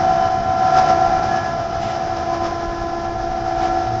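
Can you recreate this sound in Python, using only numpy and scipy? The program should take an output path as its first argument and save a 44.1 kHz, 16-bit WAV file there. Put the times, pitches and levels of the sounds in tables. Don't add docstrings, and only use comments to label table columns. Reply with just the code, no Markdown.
import sys
import numpy as np
from scipy import signal
from scipy.fft import rfft, irfft
from scipy.io import wavfile

SR = 44100
rng = np.random.default_rng(int(sys.argv[2]) if len(sys.argv) > 2 else 0)


def dump_mix(stems):
    frames = np.atleast_2d(stems).T
    limited = np.clip(frames, -1, 1)
    pcm = np.round(limited * 32767).astype(np.int16)
    wavfile.write(sys.argv[1], SR, pcm)


N = 176400
TIME = np.arange(N) / SR

# t/s, splash level/dB, spray level/dB
FLOW = [(0, -30, -39.5), (.27, -30.5, -40), (.46, -33.5, -44), (.8, -27.5, -37.5), (1.1, -28.5, -39),
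        (1.4, -31, -41), (1.65, -33.5, -43), (1.79, -34, -42.5), (2.05, -33, -41.5), (2.4, -33, -42.5),
        (2.7, -35.5, -43.5), (3.3, -36, -45), (3.7, -31.5, -41), (4, -36, -43)]


def amp(db):
    return 10 ** (np.asarray(db) / 20)


def unit(x):
    return x / np.sqrt(np.mean(abs(x) ** 2) + 1e-20)


def curve(table, column=1):
    rows = np.array(table)
    return np.interp(TIME, rows[:, 0], rows[:, column])


def wander(rate_hz, size=4096):
    hz = np.fft.rfftfreq(size, N / SR / size)
    slow = irfft(rfft(rng.standard_normal(size)) * (hz > 1) / (1 + (hz / rate_hz) ** 2) ** 2, size)
    return np.interp(np.arange(N) * size / N, np.arange(size), unit(slow))


def coloured(x, spectrum):
    hz = np.fft.rfftfreq(N, 1 / SR) + 1e-3
    f, db = np.transpose(spectrum)
    gain = amp(np.interp(np.log(hz), np.log(f), db))
    roll_off = np.minimum(hz / f[0], 1) ** 2 * np.minimum(f[-1] / hz, 1) ** 2
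    return unit(irfft(rfft(x) * gain * roll_off, N))


def resonance(centre_hz, width_hz):
    return 1 / (1 + (2 * (np.fft.rfftfreq(N, 1 / SR) - centre_hz) / width_hz) ** 2)


def tone(cycles, throb_depth=0.099, throb_hz=7.4):
    flutter = 0.081 * (wander(19) + 1j * wander(19))
    shimmer = 0.15 * (wander(58) + 1j * wander(58))
    throb = throb_depth * np.sin(2 * np.pi * (throb_hz * TIME + rng.random() + 0.18 * wander(2)))
    steady = np.exp(2j * np.pi * (cycles + rng.random()))
    return unit(((1 + throb + flutter + shimmer) * steady).real)


def drops(per_second=2500, spread_db=1.5, patter_share=0.37):
    size = amp(spread_db * np.minimum(rng.exponential(1, N), 5))
    patter = unit(size * rng.choice([-1, 1], N) * (rng.random(N) < per_second / SR))
    return np.sqrt(patter_share) * patter + np.sqrt(1 - patter_share) * rng.standard_normal(N)


def surge_db():
    # peak t/s, half width/s, rise/dB
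    surges = [(.65, 0.021, 3.5), (0.784, 0.028, 6.5), (.9, 0.019, 4), (1.35, 0.046, 2.5),
              (1.955, 0.042, 2.5), (2.34, 0.019, 4), (2.46, 0.032, 5), (3.64, 0.053, 1.5)]
    return sum(db * np.exp(-((TIME - peak) / width) ** 2) for peak, width, db in surges)


def rumble():
    # t/s, level/dB
    levels = [(0, -40.5), (.75, -46.5), (1.15, -42.5), (2.3, -44.5), (2.8, -37.5), (3.07, -44),
              (3.25, -33.5), (4, -42)]
    # f/Hz, level/dB
    spectrum = [(12, -3.5), (40, -0.5), (65, -5.5), (110, -14), (250, -25)]
    lumps = unit(amp(2 * wander(14)))
    return amp(3.5 + curve(levels)) * lumps * coloured(rng.standard_normal(N), spectrum)


def bumps(pitch_hz=42, half_width_s=.017):
    # t/s, level/dB
    peaks = [(.415, -26), (1.085, -25.5), (1.765, -27), (2.695, -24), (2.815, -23.5), (3.225, -25)]
    sound = np.zeros(N)
    for peak, db in peaks:
        swell = amp(db) * np.exp(-((TIME - peak) / half_width_s) ** 2)
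        sound += swell * np.sin(2 * np.pi * (pitch_hz * TIME + rng.random()))
    return sound


def hum(pitch_hz=114.5, start_s=3.85, rise_s=0.034):
    fade_in = np.clip((TIME - start_s) / rise_s, 0, 1)
    return amp(-31) * fade_in * tone(pitch_hz * TIME)


def steel_ring(fade_db_per_s=4):
    ringing = irfft(rfft(drops()) * resonance(centre_hz=3038, width_hz=41), N)
    return amp(-49.5 - fade_db_per_s * TIME) * unit(ringing)


def pit(leave_s=1.27, fade_db_per_s=7.5):
    # f/Hz, level/dB
    spectrum = [(110, -12), (138, 1), (175, -4), (260, -10.5)]
    away_s = np.maximum(TIME - leave_s, 0)
    return amp(-33.5 - fade_db_per_s * away_s) * coloured(rng.standard_normal(N), spectrum)


def gushes(rise_s=.012, fade_s=0.027):
    # start t/s, length/s, level/dB
    bursts = [(1.808, .11, -38.5), (3.605, .05, -38)]
    # f/Hz, level/dB
    spectrum = [(1900, 2.5), (3100, 1.5), (5600, -8)]
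    level = np.zeros(N)
    for start, length, db in bursts:
        fade_in = np.clip((TIME - start) / rise_s, 0, 1)
        fade_out = np.exp(-np.maximum(TIME - start - length, 0) / fade_s)
        level += amp(db) * fade_in * fade_out
    return level * coloured(drops(), spectrum)


def water(flicker_db=0.72, flicker_hz=30):
    # f/Hz, level/dB
    churn_spectrum = [(40, -21), (85, 2), (120, 0.5), (160, -12), (215, -6), (280, -8), (400, -8),
                      (700, -21.5)]
    splash_spectrum = [(250, -9.5), (450, -2), (600, 3), (900, 2), (1130, -2), (1320, 3), (1520, -4),
                       (1700, -2), (1900, -8), (2400, -14), (3500, -24)]
    spray_spectrum = [(1200, -11.5), (2200, -7), (3030, -3), (4500, -4.5), (5100, 2), (5700, -1),
                      (6400, -6.5), (7600, -23)]
    rise_db = surge_db() + flicker_db * wander(flicker_hz)
    churn_swell = unit(amp(0.35 * curve(FLOW)))
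    churn = amp(-32.5) * churn_swell * coloured(rng.standard_normal(N), churn_spectrum)
    splash = amp(0.5 + curve(FLOW) + rise_db) * coloured(drops(), splash_spectrum)
    spray = amp(0.5 + curve(FLOW, column=2) + rise_db) * coloured(drops(), spray_spectrum)
    return churn + splash + spray


def casing():
    # f/Hz, width/Hz, level/dB
    notes = [(680, 36, -9.5), (729, 48, -1.5), (784, 65, -3.5)]
    body = sum(amp(db) * resonance(centre, width) for centre, width, db in notes)
    boom = unit(irfft(rfft(rng.standard_normal(N)) * body, N))
    return amp(1 + curve(FLOW) + 0.3 * surge_db()) * boom


def turbine_wheel(pulsed_multiple=40, full_pulse_s=2.6):
    # t/s, f/Hz
    pitch = [(0, 680.8), (1.15, 680.2), (1.4, 677.6), (2.2, 677.4), (2.5, 680.2), (3.35, 680.6),
             (3.68, 677.4), (4, 679.5)]
    strong_multiples = (10, 20, 22, 30, 40, 50)
    throb_depths = (.1, .1, .17, .12, .3, .14)
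    # t/s, then level/dB for each tone
    strong_levels = [(0, -33, -22.5, -17, -37, -35.5, -43.5), (.27, -39, -23, -20, -32.5, -35, -40.5),
                     (.42, -44, -26, -24.5, -37.5, -38, -46.5), (.78, -41, -24, -15.5, -32.5, -28, -39),
                     (.93, -33.5, -20.7, -18, -32.5, -31.5, -43), (1.22, -34, -25, -22, -37.5, -32, -44.5),
                     (1.33, -37, -29, -23, -40.5, -35.5, -32.5), (1.5, -42, -28, -29.5, -35, -39, -37.5),
                     (1.65, -42.5, -26, -31, -43, -38, -51.5), (2.05, -36.5, -28.5, -28, -45, -44, -46),
                     (2.38, -31.5, -27, -31, -31.5, -46.5, -53.5), (2.7, -32, -30, -42.5, -36, -41, -44.5),
                     (3.05, -32.5, -29.5, -31.5, -36.5, -41.5, -44),
                     (3.38, -35, -28, -27.5, -47.5, -43, -48), (3.67, -28.5, -28, -21.5, -41, -36.5, -41),
                     (4, -36, -30, -26, -53, -43, -47.5)]
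    # multiples of the shaft's speed, and level/dB for each
    weak_multiples = (11, 19, 39, 44, 60, 70)
    weak_levels = (-45.5, -46.5, -50, -49.5, -54, -54.5)
    # f/Hz, level/dB
    side_tones = [(210, -44.5), (707, -37), (756, -34), (805, -39)]
    turns_per_s = curve(pitch) / 20 * (1 + .0012 * wander(7.8))
    turns = np.cumsum(turns_per_s) / SR
    pulse = 1 + .5 * np.minimum(TIME / full_pulse_s, 1) ** 2 * np.cos(np.pi * turns)
    strong = np.zeros(N)
    for i, multiple in enumerate(strong_multiples):
        note = amp(curve(strong_levels, column=i + 1)) * tone(multiple * turns, throb_depths[i])
        strong += note * (pulse if multiple == pulsed_multiple else 1)
    weak = sum(amp(db) * tone(multiple * turns) for multiple, db in zip(weak_multiples, weak_levels))
    side = sum(amp(db) * tone(hz * TIME) for hz, db in side_tones)
    flow_swell = unit(amp(0.93 * curve(FLOW)))
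    return amp(1 + 0.49 * surge_db()) * strong + flow_swell * (weak + side)


def scene():
    mix = turbine_wheel() + casing() + water() + pit() + rumble() + hum()
    return (mix + gushes() + steel_ring() + bumps())[None]


def record(dry, cutoff_hz=7650):
    low_pass = signal.firwin(601, cutoff_hz, window=("kaiser", 9), fs=SR)
    return signal.oaconvolve(dry, low_pass[None], "same")


dry = scene()
out = record(dry)
dump_mix(out)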